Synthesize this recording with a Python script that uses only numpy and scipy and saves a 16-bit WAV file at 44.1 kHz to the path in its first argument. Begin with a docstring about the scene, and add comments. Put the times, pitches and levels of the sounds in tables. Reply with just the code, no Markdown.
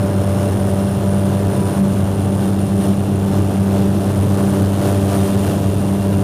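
"""A three-blade propeller drones, heard from the cockpit of a single turboprop cruising over mountains.
Each passing blade sends a pressure pulse into the cabin, the slipstream roars on the walls and hisses
along the glass, and turbine and gearbox whine thinly above it. The microphone is a camera's, behind
the windscreen; the pressure swings choke its treble for a millisecond or two at a time."""
import sys
import numpy as np
from scipy import signal
from scipy.fft import rfft, irfft, next_fast_len
from scipy.io import wavfile

SR = 44100
rng = np.random.default_rng(int(sys.argv[2]) if len(sys.argv) > 2 else 0)


def file_out(sig):
    """Save sig as 16-bit WAV at sys.argv[1]."""
    # one column per channel
    cols = np.atleast_2d(sig).T
    # limit, then scale
    lim = np.clip(cols, -1, 1)
    pcm = np.round(lim * 32767).astype(np.int16)
    wavfile.write(sys.argv[1], SR, pcm)


N = 274743
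TIME = np.arange(N) / SR
BLADES, WAKE_DELAY_CYCLES = 3, 0.29  # the wake trails each blade by this share of a blade pass


def propeller(turns, gust, throb_db=1.53, throb_hz=8.3, smear_cycles=0.022):
    """Each blade sends in a suction pulse, then its wake's slap; unequal blades add shaft-rate tones."""
    # drone of the blades: multiple of the blade rate, level/dB at the start, midway, at the end
    blade_tones = [(1, -20.5, -19.5, -20), (2, -20.5, -19.5, -20), (3, -34.5, -30, -29.5),
                   (4, -32.5, -30.5, -30.5), (5, -41.5, -55.5, -42.5), (6, -28.5, -34, -31),
                   (7, -41, -38, -36.5), (8, -48.5, -40, -46.5), (9, -53, -43.5, -53),
                   (10, -45, -49.5, -43.5), (11, -51, -52.5, -53), (12, -51, -49, -53)]
    # weak tones between them: multiple of the shaft rate, level/dB
    shaft_tones = [(5, -50), (8, -46), (10, -37.5), (11, -48.5), (13, -41.5), (16, -56), (17, -46),
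                   (19, -47), (23, -46), (25, -52), (31, -58)]
    # chance wavering of the two deepest tones as slipstream noise beats against them:
    # t/s, level/dB added to the second and taken from the first
    chance_waver = [(0, -1.5), (.4, -1), (.7, 1), (1.6, 1), (1.85, 4.5), (2.1, -2), (2.27, 1), (2.9, 3),
                    (3.1, 0), (3.95, 2.5), (4.2, -3.5), (4.42, 3), (4.65, 0.5), (5.0, -1.5), (5.27, 4),
                    (5.7, -2.5), (5.9, 5), (6.23, -2)]
    waver_db, = curves(chance_waver)
    throbs = [undb(-0.77) * swell(throb_db * walk(throb_hz) - waver_db),
              undb(-0.07) * swell(throb_db * walk(throb_hz) + waver_db)]
    passes = BLADES * turns
    drone = 0
    for multiple, *levels_db in blade_tones:
        order, level_db = round(multiple), drift(levels_db)
        if order <= 2:  # the deep suction pulse throbs at random
            drone -= tone(order * passes, level_db, flutter=0.058, flutter_hz=4.9) * throbs[order - 1]
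        else:  # the slap comes later and swells with the gusts
            smear = smear_cycles * (order - 6.8) ** 2  # the walls delay its low overtones most
            cycles = order * (passes - WAKE_DELAY_CYCLES) + smear
            if order == 10:  # one nasal overtone stands out for a moment
                level_db += 10 * bell(crest_s=1.55, fall_s=0.23)
            drone += tone(cycles, level_db - 0.5, flutter=0.035 * order, flutter_hz=5) * gust
    for multiple, level_db in shaft_tones:
        drone += tone(round(multiple) * turns + rng.random(), level_db, flutter=0.44, flutter_hz=4)
    return drone


def slipstream(turns, gust, hiss_gain, boom_hz=340, dull_hz=3480, eddy_db=0.51):
    """Turbulent air beats on the cabin, harder behind every blade, and hisses along the windscreen."""
    # slipstream through the cabin walls: f/Hz, level/dB
    roar_spectrum = [(15, -88), (30, -60), (60, -57.5), (85, -45), (135, -41.5), (165, -46), (190, -43.5),
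                     (240, -51.5), (340, -50.5), (620, -56.5), (1000, -63.5), (1500, -66.5), (2100, -76),
                     (4000, -100)]
    # air along the windscreen and its seals: f/Hz, level/dB
    hiss_spectrum = [(1000, -100), (2200, -79), (2800, -74), (3400, -75), (4300, -80), (8000, -80.5),
                     (10500, -80.5), (12500, -81.5), (14000, -83.5), (15500, -93)]
    roar = turbulence(roar_spectrum)
    boom = filtered(roar, lambda f: 1 / (1 + (f / boom_hz) ** 4))
    wake = 1 + 0.12 * np.cos(2 * np.pi * (BLADES * turns - WAKE_DELAY_CYCLES))
    buffeting = (roar - boom) * wake * gust
    eddies = undb(eddy_db * walk(hz=14))
    hiss = turbulence(hiss_spectrum) * undb(1)
    dull = filtered(hiss, lambda f: 1 / (1 + (f / dull_hz) ** 8))
    gusty_hiss = dull * hiss_gain ** 0.68 + (hiss - dull) * hiss_gain  # the dull part swings less
    return boom + eddies * (buffeting + gusty_hiss)


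def airflow():
    """Gains of roar and hiss: the steady flow, lifted by each gust in a bell-shaped swell."""
    # steady airflow over the cabin: t/s, roar level/dB, hiss level/dB
    steady_flow = [(0, -27, -39.6), (1.7, -27.6, -39.5), (2.7, -30.5, -41), (4.15, -28, -39),
                   (5.3, -26.5, -35), (5.8, -29, -39), (6.23, -27.5, -38)]
    # gusts that buffet the cabin: t/s at the crest, rise/dB
    gusts = [(.43, 1.8), (1.7, 1.2), (2.45, 2), (2.86, 4), (3.36, 3.5), (3.76, 3), (4.07, 1.4), (4.37, 2.5),
             (4.55, 2), (4.87, 4), (5.15, 2.5), (5.48, 2.5)]
    lift_db = sum(rise_db * bell(crest_s, fall_s=0.068) for crest_s, rise_db in gusts)
    return [swell(level_db + lift_db) for level_db in curves(steady_flow)]


def turbine(flow, shaft_hz=592.2, compressor_blades=16):
    """The shaft whines at multiples of its rate and spins the compressor; both follow the airflow."""
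    # turbine whines: multiple of the shaft rate, level/dB at the start, midway, at the end
    whine_tones = [(2, -54, -56.5, -54), (3, -58, -58, -59), (6, -63, -57, -58), (7, -56, -58, -59),
                   (9, -54, -59, -70), (23, -66, -66, -66)]
    turns = shaft_hz * TIME + 0.011 * walk(hz=1.4)
    whine = sum(tone(round(multiple) * turns, drift(levels_db), flutter=0.34, flutter_hz=3)
                for multiple, *levels_db in whine_tones)
    whistle = compressor(compressor_blades * turns, compressor_blades * shaft_hz)
    return whine * flow ** 0.92 + whistle * flow ** 0.82


def compressor(passes, pitch_hz, skirt_width_hz=230, sink_db=3):
    """The blades whistle, and intake turbulence scatters a skirt of noise around their pitch."""
    whistle = tone(passes, db=-1.5, flutter=0.2, flutter_hz=6.5)
    skirt = noise(lambda f: 1 / np.hypot(1, 2 * (f - pitch_hz) / skirt_width_hz))
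    waver_db = walk(hz=4)
    sunk = np.clip((TIME - 3.1) / 0.53 + 0.5, 0, 1)  # midway the level sinks a little
    return (whistle + skirt) * undb(-43.5) * swell(waver_db - sink_db * sunk)


def gearbox(turns, teeth=85):
    """The gear on the propeller shaft whines at the rate its teeth mesh."""
    # gearbox whine: t/s, level/dB
    mesh_levels = [(0, -54), (3.8, -52), (4.6, -59), (5.5, -46), (6.23, -48)]
    level_db, = curves(mesh_levels)
    return tone(teeth * turns, level_db - 2, flutter=0.5, flutter_hz=9)


def tone(cycles, db, flutter, flutter_hz):
    """A sine whose strength and phase are shaken by the air it crosses."""
    shaken = 1 + flutter * (walk(flutter_hz) + 1j * walk(flutter_hz))
    return np.sqrt(2) * undb(db) * np.real(shaken * np.exp(2j * np.pi * cycles))


def turbulence(spectrum):
    """Rushing air with a spectrum of (f/Hz, level/dB per Hz) points."""
    hz, db = np.transpose(spectrum)
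    white = rng.standard_normal(N) * np.sqrt(SR / 2)
    return filtered(white, lambda f: undb(np.interp(np.log(f), np.log(hz), db)))


def walk(hz):
    """Random wander of spread 1, mostly slower than hz."""
    return noise(lambda f: 1 / np.sqrt(1 + (f / hz) ** 4))


def noise(response):
    """Noise of rms 1 with the given colour."""
    x = filtered(rng.standard_normal(N), response)
    return x / np.std(x)


def filtered(x, response):
    """Filter by a gain given as a function of frequency."""
    size = next_fast_len(N)
    hz = np.arange(size // 2 + 1) * SR / size + 1e-6
    return irfft(rfft(x, size) * response(hz), size)[:N]


def curves(table):
    """The columns of a table of timed rows, sample by sample."""
    times_s, *columns = np.transpose(table)
    return [np.interp(TIME, times_s, column) for column in columns]


def drift(levels_db):
    """A slow change of level through evenly spaced points."""
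    return np.interp(TIME, np.linspace(0, TIME[-1], len(levels_db)), levels_db)


def bell(crest_s, fall_s):
    """A smooth rise to 1, down to about a third fall_s after the crest."""
    return np.exp(-((TIME - crest_s) / fall_s) ** 2)


def swell(db):
    """A level curve as a gain of rms 1."""
    return undb(db) / np.sqrt(np.mean(undb(db) ** 2))


def undb(db):
    """Decibels to gain."""
    return 10 ** (np.asarray(db) / 20)


def scene():
    """The cockpit: propeller, slipstream, turbine and gearbox, tied together by shaft and airflow."""
    # propeller shaft speed: t/s, f/Hz
    shaft_speed = [(0, 32.622), (2, 32.598), (4, 32.619), (6.23, 32.636)]
    shaft_hz, = curves(shaft_speed)
    turns = np.cumsum(shaft_hz) / SR
    gust, hiss_gain = airflow()
    drone = undb(0.36) * propeller(turns, gust)
    return (drone + slipstream(turns, gust, hiss_gain) + turbine(hiss_gain) + gearbox(turns))[None]


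def microphone_choke(pressure, treble_hz=1350, membrane_hz=80, choked_db=-14, stop=0.6, edge=0.1):
    """When pressure and random shaking push the membrane to its stop, the treble drops for a moment."""
    body = filtered(pressure, lambda f: 1 / (1 + (f / treble_hz) ** 4))
    swing = filtered(body, lambda f: 1 / np.hypot(1, f / membrane_hz))  # deep tones move it furthest
    push = swing / np.std(swing) + walk(hz=610)
    free = 0.5 - 0.5 * np.tanh((push / np.std(push) - stop) / edge)
    treble_gain = free + (1 - free) * undb(choked_db)
    return body + (pressure - body) * treble_gain


def record(dry, ceiling=0.92, low_cut_hz=22, high_cut_hz=15400):
    """The microphone chokes on the swings; the camera rounds the peaks and cuts deepest bass and top."""
    rounded = ceiling * np.tanh(microphone_choke(dry[0]) / ceiling) * undb(0.5)
    trimmed = filtered(rounded, lambda f: 1 / np.hypot(1, (low_cut_hz / f) ** 3))
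    high_cut = signal.ellip(10, 0.2, 80, high_cut_hz, fs=SR, output="sos")
    return signal.sosfilt(high_cut, trimmed)[None]


dry = scene()
out = record(dry)
file_out(out)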